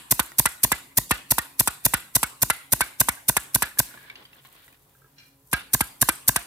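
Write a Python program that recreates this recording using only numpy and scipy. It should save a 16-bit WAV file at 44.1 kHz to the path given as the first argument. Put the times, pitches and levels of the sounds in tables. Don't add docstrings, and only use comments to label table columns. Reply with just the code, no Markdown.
import sys
import numpy as np
from scipy import signal
from scipy.fft import rfft, irfft, next_fast_len
from scipy.io import wavfile
from scipy.ndimage import uniform_filter1d, map_coordinates

SR = 44100
rng = np.random.default_rng(int(sys.argv[2]) if len(sys.argv) > 2 else 0)


def to_wav(s):
    ch = np.atleast_2d(s).T
    pcm = np.round(np.clip(ch, -1, 1) * 32767)
    wavfile.write(sys.argv[1], SR, pcm.astype(np.int16))


def to_linear_factor(level_db):
    exponent = np.asarray(level_db, float) / 20
    return 10 ** exponent


N = 284886
EARLY = SR // 5
M = N + EARLY + SR


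def unit(x):
    return x / np.sqrt(np.mean(x ** 2) + 1e-20)


def along(points, hz, axis=1):
    columns = np.transpose(points)
    return np.interp(np.log(hz + 1), np.log(columns[0] + 1), columns[axis])


def filtered(x, response):
    size = next_fast_len(x.shape[-1] + 8192)
    hz = np.fft.rfftfreq(size, 1 / SR)
    return irfft(rfft(x, size) * response(hz), size)[..., :x.shape[-1]]


# freq_hz, likeness (0 to 1)
NEAR = [(100, 0.95), (700, 0.71), (1900, 0.39), (3000, 0.64), (4200, 0.067), (7400, 0.61), (9000, 0.91),
        (15000, 0.93)]
# freq_hz, likeness (0 to 1)
FAR = [(60, 0.71), (130, 1), (290, 0.92), (640, 0.073), (1410, 0.049), (3100, 0.045), (6820, 0.11),
       (15000, 0.73)]


def spread(pair, alike):
    def weights(hz):
        turn = np.arccos(np.clip(along(alike, hz), -1, 1)) / 2
        return np.array([np.cos(turn), np.sin(turn)])

    mid, side = filtered(pair, weights)
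    return np.array([mid + side, mid - side])


def rush(spectrum, alike):
    noise = rng.standard_normal((2, M))
    return unit(spread(filtered(noise, lambda hz: to_linear_factor(along(spectrum, hz))), alike))


def wobble(rate):
    knots = rng.standard_normal(int(M * rate / SR) + 4)
    return map_coordinates(knots, [np.arange(M) * rate / SR], order=1)


def grit(slow_db, fast_db):
    return to_linear_factor(slow_db * wobble(40) + fast_db * wobble(350))


def add(track, s, x):
    track[EARLY + round(s * SR):][:len(x)] += x


def shape(points, db):
    s, level_db = np.transpose(points)
    return s[0], to_linear_factor(db + np.interp(np.arange(s[0], s[-1], 1 / SR), s, level_db))


def swell_and_fall(t, db, rise_s, fall_s):
    return to_linear_factor(db + 20 * np.where(t < 0, t / rise_s, -t / fall_s))


SHARP = dict(attack=.0004, crest=.0007)
SOLID = dict(vary_db=1, detune=.02)
LOOSE = dict(vary_db=2, detune=.015, rough=.4)
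LONG = dict(vary_db=1, detune=.002, rough=.2)


def ring(modes, attack, vary_db, detune, rough=0, crest=0):
    t = np.arange(SR // 4) / SR
    luck = rng.standard_normal((len(modes), 2))
    steps = rng.standard_normal((len(modes), 64))
    tones = 0
    for (hz, db, t60), (level_luck, pitch_luck), step in zip(modes, luck, steps):
        drift = rough * np.interp(t, np.linspace(0, t[-1], len(step)), np.cumsum(step))
        swing = 2 * np.pi * hz * (1 + detune * pitch_luck) * (t - crest) + drift
        wave = np.cos(swing) if crest else np.sin(swing)
        tones = tones + to_linear_factor(db + vary_db * level_luck - 60 * t / t60) * wave
    return tones * (1 - np.exp(-t / attack))


def resonant(x, peaks, plain_db):
    def response(hz):
        total = to_linear_factor(plain_db)
        for k, (centre, width, db) in enumerate(peaks):
            damping = 1j * hz * width
            total = total + (-1) ** k * to_linear_factor(db) * damping / (centre * centre - hz * hz + damping)
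        return total

    return unit(filtered(x, response))


def boom(high_hz, low_hz, glide, t60):
    t = np.arange(SR // 4) / SR
    hz = low_hz + (high_hz - low_hz) * np.exp(-t / glide)
    return to_linear_factor(-60 * t / t60) * np.sin(2 * np.pi * np.cumsum(hz) / SR)


# start_s, blow_db, tube_ring_db, tube_pitch_hz, thump_db
SHOTS = [(-0.09, -13, -24.5, 1560, -31.5), (0.1938, -15.5, -29, 1496, -33.5),
         (0.4553, -15.5, -24.5, 1410, -36), (0.717, -14.5, -25, 1694, -33.5),
         (1.1084, -16, -20.5, 1820, -26.5), (1.3818, -16.5, -26.5, 1844, -38.5),
         (1.6738, -16, -29, 1427, -36.5), (1.9361, -16, -24.5, 1466, -31),
         (2.2298, -16, -27.5, 1500, -37.5), (2.4996, -16, -25.5, 1385, -39.5),
         (2.8066, -15, -23, 1548, -36.5), (3.085, -14.5, -32, 1460, -35), (3.366, -15, -28, 1410, -36.5),
         (3.6216, -16, -23, 1680, -38), (5.529, -17.5, -20, 1615, -29), (5.8064, -16, -30, 1620, -30),
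         (6.0871, -15, -27, 1556, -37), (6.3595, -16.5, -27.5, 1564, -36.5)]
# housing_hz, trigger_hiss_db, thud_db, crack_db
GRIP = [(980, -2, 3.5, 2.5), (991, -2, 4.5, -0.5), (958, 0.5, -7.5, 0.5), (988, 0, 2.5, 0.5),
        (1030, 2, 3, 1), (940, 0, 4.5, 0), (964, 2.5, -2.5, 0.5), (970, 1, -1, 0), (961, 1.5, -3.5, 0),
        (950, -2, 6.5, 0.5), (955, 1, 5, 0), (977, 0, 3, 0.5), (969, -0.5, 1.5, 0.5), (986, 1, 3, 0),
        (1020, 0, 1.5, -1), (915, 3, -3, -0.5), (966, 3.5, 7.5, -0.5), (982, 0, -2.5, -0.5)]
# pitch_hz, level_db, t60_s
HOUSING = [(975, -4, 0.011), (1540, -7.5, 0.0044), (2480, 2.5, 0.0021), (3700, -17.5, 0.0087)]
# pitch_hz, level_db, t60_s
THUD = [(230, -9, 0.013), (310, -2, 0.024), (503, -5.5, 0.028)]
THUD_DB, THUD_GROWS = -29.5, 0.85


def knocks():
    body = np.zeros(M)
    for (s, knock_db, _, _, thump_db), (grip_hz, _, thud_db, _) in zip(SHOTS, GRIP):
        housing = [(grip_hz, *HOUSING[0][1:])] + HOUSING[1:]
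        add(body, s + 0.00077, to_linear_factor(knock_db + 13) * ring(housing, **SHARP, vary_db=1.0, detune=.006))
        blow_db = THUD_DB + thud_db + THUD_GROWS * (thump_db + 33)
        add(body, s + 0.00393, -to_linear_factor(blow_db) * ring(THUD, attack=0.00045, **SOLID))
        bend = boom(high_hz=380, low_hz=55, glide=0.0034, t60=0.093)
        add(body, s + 0.00535, to_linear_factor(thump_db + 9.5) * bend)
    return body


# delay_s, level_db, rise_s, fall_s (per 20 dB)
SNAP = [
    (0, -24.5, 0.089, 0.0087),
    (.001, -1, .0006, 0.004),
    (.0042, 5.5, .0004, .0018),
    (.0062, -5, .001, 0.0074),
]
# freq_hz, density_db_per_hz
CRACK = [(600, -21), (2000, -6), (3000, -11), (4000, -16), (6900, -11.5), (7800, -5.5), (9900, -5.5),
         (14100, -9), (15300, -19.5), (16900, -45)]
# freq_hz, density_db_per_hz
HISS = [(1000, -21), (3000, -13.5), (7500, -4), (14000, -4), (16500, -40)]
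BLOW_DB, CRACK_DB, CRACK_GROWS = -15.5, -12.5, 0.48
TRIGGER_S = 0.015


def cracks():
    air, hiss = np.zeros((2, M))
    for (s, knock_db, *_), (_, hiss_db, _, crack_db) in zip(SHOTS, GRIP):
        for delay, db, rise, fall in SNAP:
            t = np.arange(SR // 5) / SR - TRIGGER_S - delay
            db = db + (crack_db if delay else hiss_db)
            db = db + CRACK_DB + CRACK_GROWS * (knock_db - BLOW_DB)
            add(air if delay else hiss, s - TRIGGER_S, swell_and_fall(t, db, rise, fall))
    return air * to_linear_factor(1.6 * wobble(1500)) * rush(CRACK, NEAR) + hiss * rush(HISS, NEAR)


# t60_s, second_hz, second_db, third_hz, third_db
TONES = [(.05, 1251, -9, 2580, -3), (.05, 1394, -4.5, 1174, -5.5), (.05, 2000, 3, 1610, -14),
         (.05, 2025, 1, 1350, -12.5), (.05, 1470, -5.5, 2648, -4), (.05, 1414, -9.5, 1166, -10.5),
         (.05, 1740, -7.5, 1132, -3.5), (.05, 1768, -7, 1600, -16), (.05, 2184, -3, 1284, -10),
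         (.05, 2033, -1.5, 1698, -4.5), (.075, 2250, -3.5, 1850, -11), (.05, 2240, 2.5, 1704, -2.5),
         (.05, 1683, 0.5, 2013, -12.5), (.05, 1400, -8, 2030, -14.5), (.06, 1280, -12, 2300, -9),
         (.06, 1287, -5.5, 1460, -11), (.05, 2320, -1, 1250, -9), (.05, 1690, -5, 1448, -13)]
# first_hz, first_db, second_hz, second_db, third_hz, third_db
LINGER = [(1174, -51, 1793, -54, 1416, -54), (904, -49, 1510, -51, 1179, -53),
          (1445, -49, 1607, -49, 2040, -51), (1375, -49, 2024, -53, 980, -53),
          (1246, -48, 1900, -49, 1470, -49), (1160, -48, 1849, -49, 1418, -49),
          (1174, -51, 1793, -54, 1416, -54), (1453, -50, 1768, -52, 977, -54),
          (1871, -52, 1319, -54, 2546, -56), (1402, -52, 1698, -54, 2772, -57),
          (1553, -41, 2248, -49, 1233, -50), (1305, -53, 964, -54, 1610, -55),
          (1688, -51, 1400, -51, 1128, -57), (1822, -52, 1561, -53, 1289, -54),
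          (1615, -41, 1268, -45, 2288, -46), (1602, -44, 999, -49, 1319, -51),
          (1553, -47, 2280, -50, 1235, -51), (1314, -53, 697, -53, 1588, -53)]
# start_s, level_db, pitch_hz, t60_s
REBOUNDS = [(5.568, -42, 1500, 0.095), (5.568, -40, 1620, 0.084), (5.57, -37, 2900, 0.074),
            (5.545, -43, 700, 0.065), (5.575, -42, 1600, 0.13), (6.37, -43, 697, .14),
            (5.57, -45, 2730, .25), (5.59, -46, 3600, 0.16), (5.595, -46, 3200, 0.072),
            (5.602, -47, 2700, .07), (3.6, -44, 2500, 0.054), (2.856, -42, 1600, .06),
            (3.17, -42, 1600, 0.093), (2.8, -38, 1700, .07), (2.6, -43.5, 1400, .06),
            (0.65, -38.5, 1850, .05), (1.153, -44, 1820, .04), (1.16, -43.5, 1200, 0.065),
            (6.349, -40, 1600, 0.0301), (6.304, -37, 1620, .04), (6.09, -26.5, 325, 0.046),
            (3, -44.5, 2000, .04), (3.8, -48, 1900, .04)]
RING_SHARE = 0.88
LINGER_DB, LINGER_S = 10, .16


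def tubes_ring():
    tubes = np.zeros((2, M))
    for (s, _, tube_db, tube_hz, _), (t60, hz2, db2, hz3, db3), last in zip(SHOTS, TONES, LINGER):
        t60 = RING_SHARE * t60
        tube = [(tube_hz, 3, t60), (hz2, 3 + db2, t60), (hz3, 3 + db3, t60)]
        linger = [(hz, db + LINGER_DB, LINGER_S) for hz, db in zip(last[::2], last[1::2])]
        for side in tubes:
            add(side, s + 0.0086, to_linear_factor(tube_db + 5.5) * ring(tube, attack=0.0027, **LONG))
            add(side, s + .006, ring(linger, attack=.012, **LONG))
    for s, db, hz, t60 in REBOUNDS:
        for side, nearer_db in zip(tubes, (0, 5)):
            add(side, s, to_linear_factor(db + nearer_db) * ring([(hz, 0, t60)], attack=.002, **LONG))
    return tubes


# time_s, level_db
JOSTLE = [(.003, -28), (.006, 2.5), (.012, -2), (.022, -15), (.09, -27.5), (.16, -50.5)]
# freq_hz, density_db_per_hz
ROW = [(400, -22), (800, -11), (1500, -10), (2300, -9), (4000, -13.5), (5500, -20.5), (16000, -52)]
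# pitch_hz, width_hz, level_db
NEIGHBOURS = [(1210, 17, -8.5), (1410, 56, 3), (1470, 50, -2), (1680, 31, 2.5), (2013, 29, -9),
              (2130, 66, -4.5), (2320, 16, -10), (2640, 120, -0.5), (3400, 39, -14.5), (4090, 76, -1.5)]
JOSTLE_DB, JOSTLE_GROWS = -27.5, 0.8


def jostling():
    row = np.zeros(M)
    for s, _, tube_db, *_ in SHOTS:
        start, curve = shape(JOSTLE, JOSTLE_DB + JOSTLE_GROWS * (tube_db + 27.5))
        add(row, s + start, curve)
    contact = resonant(rush(ROW, NEAR), NEIGHBOURS, plain_db=-8.0)
    return row * grit(slow_db=2, fast_db=2.5) * contact


# freq_hz, density_db_per_hz
FLOOR = [(20, -46.5), (35, -19.5), (55, -8), (90, -10.5), (135, -7), (200, -17), (400, -20), (1000, -22),
         (2500, -29.5), (6000, -31), (9000, -29.5), (14200, -25.5), (15700, -31), (16300, -65.5)]
# pitch_hz, width_hz, level_db
HUM = [(50, 16, -71), (134, 8, -69), (274, 2, -70.5), (424, 3, -82.5), (543, 3, -80), (818, 4, -81),
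       (970, 3, -85), (1010, 6, -82)]
FLOOR_DB = -57.5


def floor():
    hum = np.zeros(M)
    for centre, width, db in HUM:
        line = filtered(rng.standard_normal(M), lambda hz: 1 / (1 + ((hz - centre) / width) ** 2))
        hum += to_linear_factor(db) * unit(line)
    drift_db = 1.2 * wobble(5)
    return to_linear_factor(FLOOR_DB - 5.0 + drift_db) * rush(FLOOR, FAR) + hum


# freq_hz, level_db, t60_s
HALL = [(60, -42, 0.54), (300, -33.5, 0.74), (1520, -33, 0.6), (4000, -26.5, 0.56), (5590, -27.5, 0.44),
        (9570, -31, 0.55), (15000, -41.5, 0.79)]


def hall(x):
    hz, t, z = signal.stft(x, SR, nperseg=512)
    t, hz = t[:300], hz[:, None]
    power = np.abs(z) ** 2
    power = np.where(hz < 3500, power, uniform_filter1d(power, size=12, axis=0))
    swell = (1 - 0.18 * np.exp(-(t / 0.0054) ** 2)) * (t > .008)
    decay = swell * to_linear_factor(along(HALL, hz) + 5.0 - 60 * t / along(HALL, hz, axis=2))
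    smooth = uniform_filter1d(power, size=3, axis=0)
    stored = signal.fftconvolve(smooth, decay ** 2, axes=1)[:, :z.shape[1]]
    modes = uniform_filter1d(rng.standard_normal(stored.shape), size=24, axis=1)
    stored = stored * to_linear_factor(5 * unit(modes) * (hz < 5000))
    patches = uniform_filter1d(rng.standard_normal(stored.shape), size=4, axis=0)
    patches = uniform_filter1d(patches, size=5, axis=1)
    stored = stored * to_linear_factor(np.where(hz < 5000, 4.5, 1.5) * unit(patches))
    noise = signal.stft(rng.standard_normal((2, M)), nperseg=512)[2]
    wet = signal.istft(noise / np.std(noise) * np.sqrt(np.abs(stored)), nperseg=512)[1][:, :M]
    return spread(wet, FAR)


# delay_s, level_db
WALL = [
    (.0298, -22),
    (.061, -28),
]
SCATTER_S = .012


def wall(x, tool):
    def returns(hz):
        echoes = sum(to_linear_factor(db + 2.5) * np.exp(-2j * np.pi * hz * s) for s, db in WALL)
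        return echoes / (1 + (7000 / (hz + 1)) ** 4)

    def knock_return(hz):
        band = 1 / (1 + (800 / (hz + 1)) ** 4) / (1 + (hz / 2400) ** 6)
        return band * np.exp(-2j * np.pi * hz * WALL[0][0])

    t = np.arange(SR // 50) / SR
    facets = rng.standard_normal(len(t)) * to_linear_factor(-20 * t / SCATTER_S)
    facets = irfft(rfft(facets) / np.abs(rfft(facets)))
    bright = signal.fftconvolve(filtered(x, returns), facets / np.linalg.norm(facets))[:M]
    return bright + to_linear_factor(-26) * filtered(tool, knock_return)


# start_s, first_rush_db, stop_knock_db
VENTS = [(0.11, -13, -23), (0.385, -13.5, -21.5), (0.634, -11.5, -20.5), (0.9718, -14, -22.5),
         (1.3072, -14, -22.5), (1.5944, -12.5, -22), (1.8507, -12.5, -22), (2.152, -12.5, -22.5),
         (2.4195, -14.5, -21.5), (2.7217, -14.5, -21.5), (3.0004, -12.5, -20.5), (3.2827, -16, -21.5),
         (3.546, -13, -23.5), (3.788, -13.5, -22), (5.7343, -13, -22.5), (6.0138, -13.5, -20.5),
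         (6.279, -12.5, -21.5)]
# body_hz, nose_hz, nose_over_body_db, second_rush_db
SEATS = [(996, 1472, -10, 0), (976, 1650, -8, 1.5), (996, 1661, -6.5, 0), (993, 1900, -7.5, -0.5),
         (960, 1456, -11, -1), (980, 1467, -11, 0.5), (960, 1472, -8, -1), (1010, 1483, -5.5, -0.5),
         (985, 1502, -5, -1.5), (980, 1534, -2, -1.5), (1020, 1545, -0.5, -1), (977, 1534, 0, -1),
         (990, 1542, 0, -3.5), (987, 1567, 0.5, -2), (1040, 1650, -0.5, -1), (1050, 1634, 0.5, -0.5),
         (1020, 1618, 0.5, 0.5)]
# time_s, level_db
LEAK = [(-.03, -62.5), (-.012, -38.5), (-.008, -29.5), (-.005, -35.5), (-.0021, -30), (-.0015, -8.5),
        (.0005, -5.5), (.003, 2.5), (.0045, 3.5), (.0075, -5.5)]
# time_s, level_db
FADE = [(.007, 2), (.009, 3.5), (.0115, 7), (.014, 0), (.018, -19), (.03, -18), (.08, -36), (.1, -74)]
# freq_hz, density_db_per_hz
JET = [(300, -20), (1000, -20.5), (2270, -14), (3000, -15.5), (4380, -11.5), (6200, -7.5), (7200, -4.5),
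       (8100, -5), (11500, -2.5), (14700, -2), (15900, -23.5), (16900, -54.5)]
RUSH_DB, SECOND_DB, TRADE = -13, -17.5, 0.52


def air_jets():
    gain = np.zeros(M)
    for (s, first_db, _), (*_, second_db) in zip(VENTS, SEATS):
        second_db = SECOND_DB + second_db - TRADE * (first_db - RUSH_DB)
        for points, db in (LEAK, first_db), (FADE, second_db):
            start, curve = shape(points, db)
            add(gain, s + start, curve)
    return gain * to_linear_factor(0.9 * wobble(900) + 0.81 * wobble(2500)) * rush(JET, NEAR)


# pitch_hz, level_db, t60_s
POP = [(2300, -26.5, 0.01)]
# pitch_hz, level_db, t60_s
START = [(53, -26.5, 0.13), (118.2, -23.5, .045), (225, -24.5, 0.023)]
# pitch_hz, level_db, t60_s
BENCH = [(124.8, -17.5, 0.027), (247, -25.5, 0.014)]
# pitch_over_body, level_db, t60_s
STOP = [(.667, -3.5, 0.023), (1, -3, .038), (1.95, -7.5, .026), (2.5, -9, 0.023), (2.83, -6.5, 0.026),
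        (3.6, -13.5, 0.038), (4.4, -14, .02)]
RETURN_S, SETS_OFF_S, LANDS_S = .0118, 0.00829, 0.01604


def piston_returns():
    body = np.zeros(M)
    for (s, _, knock_db), (body_hz, nose_hz, nose_db, _) in zip(VENTS, SEATS):
        add(body, s + .0015, ring(POP, attack=.001, **LOOSE))
        recoil = ring(START[:1], attack=0.00041, **SOLID)
        recoil = recoil - ring(START[1:], attack=0.00057, crest=0.00077, **SOLID)
        add(body, s + SETS_OFF_S, recoil)
        add(body, s + LANDS_S, -ring(BENCH, attack=0.00074, crest=0.00091, **SOLID))
        modes = [(share * body_hz, db, t60) for share, db, t60 in STOP]
        modes += [(nose_hz, nose_db - 2.5, .043)]
        chatter = ring(modes, attack=0.003, vary_db=1.0, detune=.005)
        t = np.arange(len(chatter)) / SR
        chatter *= 1 / (1 + (t / 0.0058) ** 4.4)
        add(body, s + RETURN_S, to_linear_factor(knock_db + 13.5) * chatter)
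    return body


# start_s, peak_db, pitch_hz
RATTLE = [(0.319, -32.5, 1920), (3.714, -35, 1730), (3.774, -24.5, 1680), (3.852, -47, 4470),
          (3.909, -40, 1440), (3.94, -32, 1446), (3.974, -29.5, 1680), (4.008, -42, 1690),
          (4.058, -43, 1630), (4.079, -36, 1500), (4.099, -24, 2243), (4.119, -46, 1650),
          (4.155, -28, 2810), (4.225, -40, 3020), (4.252, -35, 3180), (4.253, -40.5, 4650),
          (4.156, -35, 4500), (4.101, -35.5, 3680), (4.551, -46, 1100), (4.615, -51, 1300),
          (4.33, -34, 2730), (4.356, -47, 1696), (4.383, -46, 3400), (4.396, -41, 3000), (4.451, -41, 1100),
          (4.453, -44, 2200), (4.454, -43, 4050), (4.462, -44, 3100), (4.48, -49, 1090), (4.563, -46, 2700),
          (4.603, -47, 1910), (4.63, -49.5, 3600), (4.68, -41, 1980), (4.727, -43, 2500),
          (4.745, -50, 3200)]
# start_s, level_db
SNAPS = [
    (0.319, -33),
    (3.772, -37.5),
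    (3.852, -49),
    (4.45, -35.5),
    (4.555, -44),
    (4.68, -43),
    (3.944, -43.5),
    (4.031, -43.5),
    (4.116, -48.5),
]
# start_s, level_db
SETTLE = [
    (4.949, -50.5),
    (4.98, -56.5),
    (5.017, -48),
    (5.043, -47.5),
    (5.059, -50),
]
# pitch_hz, level_db, t60_s
RESTING = [(418, -7, 0.049), (1320, -2.5, 0.032), (1630, -5.5, 0.07)]
TICK_DB = -19.5


def taps():
    tones, ticks = np.zeros((2, M))
    t = np.arange(600) / SR
    for s, db, hz in RATTLE:
        cap = [(hz, 0, .04), (1.45 * hz, -8, .018), (.7 * hz, -8, .02), (1.9 * hz, -14, .012)]
        add(tones, s, to_linear_factor(db - 4.5) * ring(cap, attack=0.00097, **LOOSE))
        add(ticks, s, to_linear_factor(db + TICK_DB - 60 * t / .005))
    for s, db in SNAPS:
        add(ticks, s, to_linear_factor(db - 60 * t / 0.0026))
    for s, db in SETTLE:
        add(tones, s, to_linear_factor(db) * ring(RESTING, attack=0.0021, **LOOSE))
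    contact = [(500, -5), (1500, -1.5), (4500, -15.0), (8000, -11.5), (14000, -16.5), (16000, -41.0)]
    return tones + ticks * rush(contact, NEAR)


# time_s, effort_db
PUSH = [(3.8, -71), (3.9, -51.5), (4.12, -52), (4.2, -50.5), (4.29, -57), (4.38, -53), (4.43, -59),
        (4.46, -52), (4.52, -55.5), (4.62, -55.5), (4.66, -59), (4.73, -57.5), (4.8, -66.5), (5.15, -72)]
SHAKE_DB, SHAKE_S = -18.5, 0.023
DRAG_DB = -8.5


def scrapes():
    push, shaken = np.zeros((2, M))
    add(push, *shape(PUSH, 0))
    for s, db, _ in RATTLE:
        add(shaken, s, to_linear_factor(db + SHAKE_DB - 20 * np.arange(SR // 10) / SR / SHAKE_S))
    metal = [(500, -14.5), (1100, -7.5), (1600, 0.0), (4000, -1.5), (6000, -20), (16000, -47.5)]
    scrape = resonant(rush(metal, FAR), NEIGHBOURS, plain_db=-4.0)
    scrape = to_linear_factor(-6.0) * (push + shaken) * grit(slow_db=2, fast_db=2) * scrape
    wood = [(120, -14.5), (250, -5.5), (600, -7.0), (1100, -3), (1800, -34.5)]
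    drag = to_linear_factor(DRAG_DB) * push * grit(slow_db=4.0, fast_db=1.0) * rush(wood, FAR)
    return scrape + drag


ROLL_S, ROLL_DB = (3.87, 4.14), -54


def rolling():
    roll = np.zeros(M)
    add(roll, ROLL_S[0], to_linear_factor(ROLL_DB) * np.ones(round((ROLL_S[1] - ROLL_S[0]) * SR)))
    peaks = [(1650, 89, 1.5), (2260, 150, -6.5)]
    song = resonant(rng.standard_normal((2, M)), peaks, plain_db=-49.5)
    return roll * grit(slow_db=1, fast_db=1.0) * song


# peak_s, level_db, rise_s, fall_s (per 20 dB)
CLOTH = [
    (3.88, -60, .1, 0.21),
    (4.05, -64, .15, .09),
    (4.25, -67.5, .07, .3),
    (4.68, -65, .1, 0.1),
    (4.95, -69, .2, .2),
    (4.53, -57, 0.33, 0.33),
    (5.29, -67, 0.17, .04),
    (5.5, -62, 0.16, 0.055),
]


def cloth():
    gain = np.zeros(M)
    for s, db, rise, fall in CLOTH:
        t = (np.arange(M) - EARLY) / SR - s
        gain += swell_and_fall(t, db, rise, fall)
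    fabric = [(3000, -28.5), (8000, -9.0), (14000, -6.0), (15700, -10.5), (16100, -41.5)]
    return gain * grit(slow_db=3.5, fast_db=4) * rush(fabric, FAR)


# pitch_hz, width_hz, level_db
CLANK = [(1300, 38, -7), (1630, 170, -3.5), (2390, 30, 1), (2840, 48, -2), (3290, 29, -8), (4130, 75, -0.5),
         (5150, 33, -11), (5590, 47, -5)]


def far_clatter():
    gain = np.zeros(M)
    swell = [(5.16, -25), (5.165, -15), (5.18, -13), (5.184, 2), (5.2, -2), (5.26, -8),
             (5.33, -17.5), (5.42, -37)]
    add(gain, *shape(swell, -50.5))
    band = lambda hz: 1 / (1 + (hz / 7000) ** 8) / (1 + (1100 / (hz + 1)) ** 4)
    metal = resonant(filtered(rng.standard_normal((2, M)), band), CLANK, plain_db=-18.0)
    return gain * grit(slow_db=0.5, fast_db=1.0) * metal


# pitch_hz, level_db, t60_s
CLANG = [(5590, -51, .09), (4350, -49, .03), (6800, -56, .02), (2800, -55, .08), (1650, -61, .08)]


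def far_clang():
    track = np.zeros(M)
    add(track, 5.182, ring(CLANG, attack=.001, **LONG))
    return track


# freq_hz, left_minus_right_db
LEFT = [(60, .5), (200, 0), (380, -.5), (700, -3.5), (1290, -3.5), (2380, .5), (4400, 1.5), (8120, 0)]
# freq_hz, left_leads_radians
LEAD = [(0, -.25), (1500, -.4), (3100, -3), (4400, -9.6), (5300, -11.1), (7400, -16.3), (8600, -19.1),
        (10300, -19), (16000, -20.3)]
VENT_ECHO_DB = -6.5


def scene():
    shot = knocks() + cracks() + tubes_ring() + jostling()
    vent = air_jets() + piston_returns()
    near = shot + vent + taps() + far_clang()
    shuffle = scrapes() + rolling() + cloth() + far_clatter()

    def sides(hz):
        half = to_linear_factor(.65 * along(LEFT, hz)) * np.exp(.5j * np.interp(hz, *np.transpose(LEAD)))
        return np.array([half, 1 / half])

    ports = filtered(near, sides)
    duck = np.zeros(M)
    for row in SHOTS:
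        add(duck, row[0] + .005, np.exp(-(np.arange(3000) / SR / .022) ** 2))
    room = hall(near[0]) + wall(shot[0] + to_linear_factor(VENT_ECHO_DB) * vent[0], near[0])
    return (ports + to_linear_factor(-9 * duck) * (room + shuffle + floor()))[:, EARLY:EARLY + N]


def top_cut(x):
    return signal.sosfilt(signal.butter(12, 16970, fs=SR, output="sos"), x)


def record(dry):
    heard = filtered(dry, lambda hz: 1 / (1 + 40 / (1j * hz + 1e-9)) ** 2)
    heard = heard / (1 + (heard / .85) ** 6) ** (1 / 6)
    heard = filtered(heard, lambda hz: 1 / (1 + (hz / 16600) ** 60))
    return top_cut(heard)


dry = scene()
out = record(dry)
to_wav(out)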